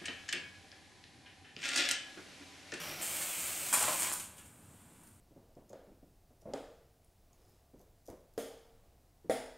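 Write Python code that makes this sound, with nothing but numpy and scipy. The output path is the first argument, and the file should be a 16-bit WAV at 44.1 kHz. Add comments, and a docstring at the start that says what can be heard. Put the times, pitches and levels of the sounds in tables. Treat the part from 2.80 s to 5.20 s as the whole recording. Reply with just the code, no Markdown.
"""A model train whirs round its track on a carpet: gears buzz, wheels tick along the rails.
At 0.93 s it runs into standing carriages. Plastic shells crack and ring, metal wheels clink and
rattle, the train drags to a halt, parts settle and one carriage coasts on.
A small bare room smears every click; a low rumble and faint hiss remain."""
import sys
import numpy as np
from scipy import signal
from scipy.fft import rfft, irfft
from scipy.io import wavfile

SR = 44100
rng = np.random.default_rng(int(sys.argv[2]) if len(sys.argv) > 2 else 0)


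def dump_mix(stems):
    """Bounce the given channels to the path in sys.argv[1] as a 16-bit WAV at rate SR."""
    frames = np.atleast_2d(stems).T  # one column per channel
    limited = np.clip(frames, -1, 1)  # hard clip at full scale
    pcm = np.round(limited * 32767).astype(np.int16)
    wavfile.write(sys.argv[1], SR, pcm)


N = 105840

# Room rumble and hiss. Each row: frequency in Hz, relative density in dB.
RUMBLE_SPECTRUM = [(20, -7), (40, -45), (62, -5.5), (90, 1.5), (125, -3.5), (200, -3.5), (300, -7),
                   (430, -20.5), (1000, -34.5)]
HISS_SPECTRUM = [(200, -26), (400, -3), (1000, -7), (1600, -10.5), (2600, -20.5), (4000, -21), (5000, -23),
                 (6200, -18), (7300, -8.5), (9000, -5.5), (10000, -11.5), (12500, -15.5), (15500, -24)]
# Fading hiss. Each row: time in seconds, level in dB.
HISS_ENVELOPE = [(0, -49.5), (1.7, -62.5), (2.25, -64), (2.4, -68.5)]
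# Plastic shell resonances. Each row: frequency in Hz, relative level in dB, T60 in seconds.
SHELL_RESONANCES = [(320, -11, .08), (569, -6, .1), (644, -6, .08), (716, -8, .07), (855, -5, .14),
                    (991, 2, .3), (1065, -4, .14), (1145, -7, .1), (1510, -7, .08), (1550, -7, .13),
                    (1703, -7, .08), (2430, -7, .05), (2689, -6, .14), (3330, -6, .07)]
# Struck plastic; struck wheels, couplings and rails. Each row: frequency in Hz, relative density in dB.
CRACK_SPECTRUM = [(30, -26), (100, -1), (170, -0.5), (330, 2.5), (430, -8), (560, 2), (1000, 4.5),
                  (2000, 1.5), (2700, 4.5), (4000, 2.5), (6000, 1), (15000, -44)]
METAL_SPECTRUM = [(300, -19), (2000, -25), (3400, -15), (5000, -12.5), (6000, -11.5), (6900, -1),
                  (8000, 1.5), (9400, 1.5), (10000, -5.5), (12500, -7.5), (15500, -29)]
# Carriage knocked free. Each row: time in seconds, level in dB.
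COAST_ENVELOPE = [(1.35, -92), (1.48, -62.5), (1.65, -67.5), (1.8, -71), (2.0, -70), (2.14, -69.5),
                  (2.25, -70.5), (2.33, -77), (2.4, -80)]
# Bright cracks of the first impact, then light clicks as parts settle.
# Each row: start in seconds, level in dB, decay in seconds.
SNAP_EVENTS = [(0.933, -28, 0.0046), (0.9362, -22, 0.0065), (1.3274, -36.5, 0.0019), (1.3361, -28, 0.0021),
               (1.568, -54.5, 0.018), (1.651, -57.5, 0.011), (2.233, -55.5, 0.0082), (2.27, -54, .008)]
# Bright cracks and clicks; wheels on rails. Each row: frequency in Hz, relative density in dB.
SNAP_SPECTRUM = [(200, -11), (1000, 1), (2000, 2), (3400, -13.5), (5000, 0), (8000, -5.5), (9300, 15),
                 (10400, -2), (14000, 4), (15500, -1)]
WHEEL_SPECTRUM = [(40, -19), (90, -20), (180, -3), (260, -6), (330, 2.5), (440, -15.5), (560, 0.5),
                  (900, -5), (1250, -2), (1900, -2.5), (2250, 0.5), (2900, 0), (3800, -4), (5600, -4),
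                  (7000, 2), (8200, 6), (9300, 3.5), (10400, -2), (12500, -1), (15500, -4.5)]
# Rolling wheels; gear whir, swelling round the bend. Each row: time in seconds, level in dB.
WHEEL_ENVELOPE = [(0, -35), (.25, -37.5), (.6, -38), (.93, -39.5), (1.15, -37), (1.28, -39), (1.36, -66.5),
                  (1.41, -68), (1.45, -100)]
WHIR_ENVELOPE = [(0, -56.5), (.3, -53.5), (.58, -52.5), (.8, -54), (.93, -61), (1.3, -70), (1.42, -94)]
# Derailed wheels on sleepers. Each row: time in seconds, plastic level in dB, metal level in dB.
RATTLE_ENVELOPES = [(.925, -89, -79), (.94, -39.5, -35), (1.03, -40, -34.5), (1.12, -45.5, -42.5),
                    (1.18, -52, -47), (1.24, -43.5, -53), (1.32, -57.5, -42.5), (1.41, -55, -52),
                    (1.45, -61, -49.5), (1.55, -100, -100)]
# Collisions. Each row: start in seconds, knock in dB, clink in dB, knock pitch in Hz, decay in seconds.
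BLOW_EVENTS = [(0.9271, -27.5, -23.5, 1140, 0.0066), (0.9375, -28.5, -21.5, 1450, 0.01),
               (0.947, -32, -48, 1220, 0.0027), (.980, -60, -29, 1120, 0.0045),
               (1.011, -27.5, -41, 720, 0.0031), (1.025, -34, -25.5, 1080, 0.0054),
               (1.037, -29, -46, 1010, 0.004), (1.055, -45, -42, 980, 0.0017),
               (1.078, -28, -51, 674, 0.0039), (1.082, -29.5, -45, 1040, 0.0059),
               (1.098, -64, -40, 1110, 0.0045), (1.119, -39.5, -38, 1040, 0.0096),
               (1.144, -40, -38, 1210, 0.0058), (1.1965, -42, -29.5, 1150, 0.003),
               (1.204, -50, -31, 1080, 0.011), (1.2199, -31.5, -25.5, 1820, 0.0026),
               (1.23, -33.5, -27.5, 1810, 0.0021), (1.246, -32, -36, 1610, 0.0023),
               (1.269, -36.5, -38, 1510, 0.011), (1.297, -61, -30.5, 990, 0.0023),
               (1.315, -34, -48, 900, 0.0039), (1.3236, -74, -29, 920, .003),
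               (1.3312, -58, -22.5, 970, 0.0013), (1.3967, -41, -37.5, 3320, 0.012),
               (1.428, -59, -48, 3320, 0.0074), (1.579, -54, -52, 2710, 0.025),
               (1.657, -65, -55, 2600, 0.011)]
# Dulled treble at the start. Each row: frequency in Hz, gain in dB.
VEIL_RESPONSE = [(100, 1), (5000, -4), (5800, 1.5), (6000, -6.5), (6300, -11), (8200, -17.5), (9400, -15.5),
                 (10300, -11), (12000, -9.5), (15500, -12)]


def amp(db):
    """Decibels to gain."""
    return 10 ** (np.asarray(db) / 20)


def unit(x):
    """Scale to rms 1."""
    return x / np.sqrt(np.mean(x ** 2) + 1e-20)


def envelope(rows, column=1):
    """Gain over time from one dB column."""
    rows = np.array(rows)
    return amp(np.interp(np.arange(N) / SR, rows[:, 0], rows[:, column]))


def response(spectrum):
    """Minimum-phase impulse response of a spectrum."""
    hz, db = np.array(spectrum).T
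    bins_hz = np.maximum(np.fft.rfftfreq(4096, 1 / SR), 1)
    cepstrum = irfft(np.log(amp(np.interp(np.log(bins_hz), np.log(hz), db))))
    half = len(cepstrum) // 2
    cepstrum[1:half] *= 2
    cepstrum[half + 1:] = 0
    return irfft(np.exp(rfft(cepstrum)))


def ring(x, ir):
    """Convolve with a response scaled to unit energy."""
    return signal.fftconvolve(x, ir / np.linalg.norm(ir))[:len(x)]


def butter(x, hz, kind="low", order=2):
    """Butterworth filter."""
    return signal.sosfilt(signal.butter(order, hz, kind, fs=SR, output="sos"), x)


def wander(knots_per_s):
    """Slow random drift, rms 1."""
    knots = rng.standard_normal(1024)
    return unit(np.interp(np.arange(N) / SR * knots_per_s, np.arange(len(knots)), knots))


def ticks(per_s, spread_db=3):
    """Tiny random impacts of uneven size, rms 1."""
    sizes = amp(spread_db * np.clip(rng.standard_normal(N), -2, 2))
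    signs = np.sign(rng.standard_normal(N))
    return unit(sizes * signs * (rng.random(N) < per_s / SR))


def contact(start_s, decay_s, rise_s=0.0013):
    """Two parts meet and chatter: fast rise, exponential decay."""
    age_s = np.maximum(np.arange(N) / SR - start_s, 0)
    rise = np.minimum(age_s / rise_s, 1)
    decay = np.exp(-np.maximum(age_s - rise_s, 0) / decay_s)
    return rise * decay * np.sign(rng.standard_normal(N))


def background(rumble_db=-61.5, waver_db=0.39):
    """Low room rumble and faint, wavering hiss."""
    rumble = amp(rumble_db) * ring(rng.standard_normal(N), response(RUMBLE_SPECTRUM))
    hiss = ring(rng.standard_normal(N), response(HISS_SPECTRUM)) * amp(waver_db * wander(7.7))
    return rumble + hiss * envelope(HISS_ENVELOPE)


def reflections(low_t60_s=0.48, treble_t60_s=0.39, gap_s=0.0024):
    """Dense echoes off bare walls from one spot; treble dies sooner."""
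    t = np.arange(SR // 2) / SR
    echoes = rng.standard_normal(len(t)) * (t > gap_s)
    low = butter(echoes, hz=3930)
    return low * amp(-60 * t / low_t60_s) + (echoes - low) * amp(-60 * t / treble_t60_s)


def room(x, spots=8, shifts_per_s=23, wet_to_dry_db=-1):
    """Sound shifts between spots along the train, each with its own echoes."""
    shares = np.array([wander(shifts_per_s) for _ in range(spots)])
    shares /= np.linalg.norm(shares, axis=0)
    wet = sum(ring(x * share, reflections()) for share in shares)
    return (x + amp(wet_to_dry_db) * wet) / np.hypot(1, amp(wet_to_dry_db))


def shell(force, modes_db=-10):
    """A plastic carriage body cracks and rings in its modes."""
    t = np.arange(SR // 2) / SR
    modes = sum(amp(db) / np.sqrt(t60_s) * np.sin(2 * np.pi * hz * t) * amp(-60 * t / t60_s)
                for hz, db, t60_s in SHELL_RESONANCES)
    return ring(force, response(CRACK_SPECTRUM)) + amp(modes_db) * ring(force, modes)


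def coasting():
    """A loose carriage rolls away, its wheels ticking softly into the shell."""
    soft_ticks = butter(ticks(per_s=730), hz=2970)
    return unit(shell(soft_ticks)) * envelope(COAST_ENVELOPE)


def snaps():
    """Bright cracks of the first impact, then light clicks as parts settle."""
    force = sum(amp(db) * contact(start_s, decay_s) for start_s, db, decay_s in SNAP_EVENTS)
    return ring(force, response(SNAP_SPECTRUM))


def gear_whir(motor_hz=140.5, drift=0.03, spread_db=1.6, housing_hz=(2020, 3080)):
    """Gears buzz in their housing, one uneven pulse per motor turn."""
    turns = np.cumsum(motor_hz * (1 + drift * wander(7.5))) / SR
    pulses = np.diff(np.floor(turns), prepend=0) * amp(spread_db * rng.standard_normal(N))
    return unit(butter(pulses, housing_hz, "band")) * envelope(WHIR_ENVELOPE)


def rolling(flutter_db=0.64):
    """Wheels tick densely along the rails."""
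    wheels = ring(ticks(per_s=5000, spread_db=3.5), response(WHEEL_SPECTRUM))
    return wheels * amp(flutter_db * wander(28.56)) * envelope(WHEEL_ENVELOPE)


def knock(force, pitch_hz, width_oct=1.39):
    """Contact stiffness favours a broad band round one pitch."""
    edges_hz = pitch_hz * 2 ** (np.array([-.5, .5]) * width_oct)
    band = butter(force, edges_hz, "band", order=1)
    return .5 * band * np.linalg.norm(force) / np.linalg.norm(band)


def crash(rattle_per_s=1200):
    """Blows and derailed rattle drive the plastic shells and metal parts."""
    plastic = ticks(rattle_per_s) * envelope(RATTLE_ENVELOPES, column=1)
    metal = ticks(rattle_per_s) * envelope(RATTLE_ENVELOPES, column=2)
    for start_s, knock_db, clink_db, pitch_hz, decay_s in BLOW_EVENTS:
        force = contact(start_s, decay_s)
        plastic += amp(knock_db) * knock(force, pitch_hz)
        metal += amp(clink_db) * force
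    return shell(plastic) + ring(metal, response(METAL_SPECTRUM))


def scene():
    """Train and crash in the room, the same in both ears."""
    train = rolling() + gear_whir() + crash() + snaps() + coasting()
    mono = room(train) + background()
    return np.array([mono, mono])


def record(dry):
    """The treble starts veiled, then opens; the very top is cut."""
    open_s, fade_s, top_hz = 0.218, 0.016, 15700
    clear = np.clip((np.arange(N) / SR - open_s) / fade_s + .5, 0, 1)
    veiled = signal.fftconvolve(dry, response(VEIL_RESPONSE)[None], axes=1)[:, :N]
    top_cut = signal.ellip(12, .1, 80, top_hz, fs=SR, output="sos")
    return signal.sosfilt(top_cut, clear * dry + (1 - clear) * veiled)


dry = scene()
out = record(dry)
dump_mix(out)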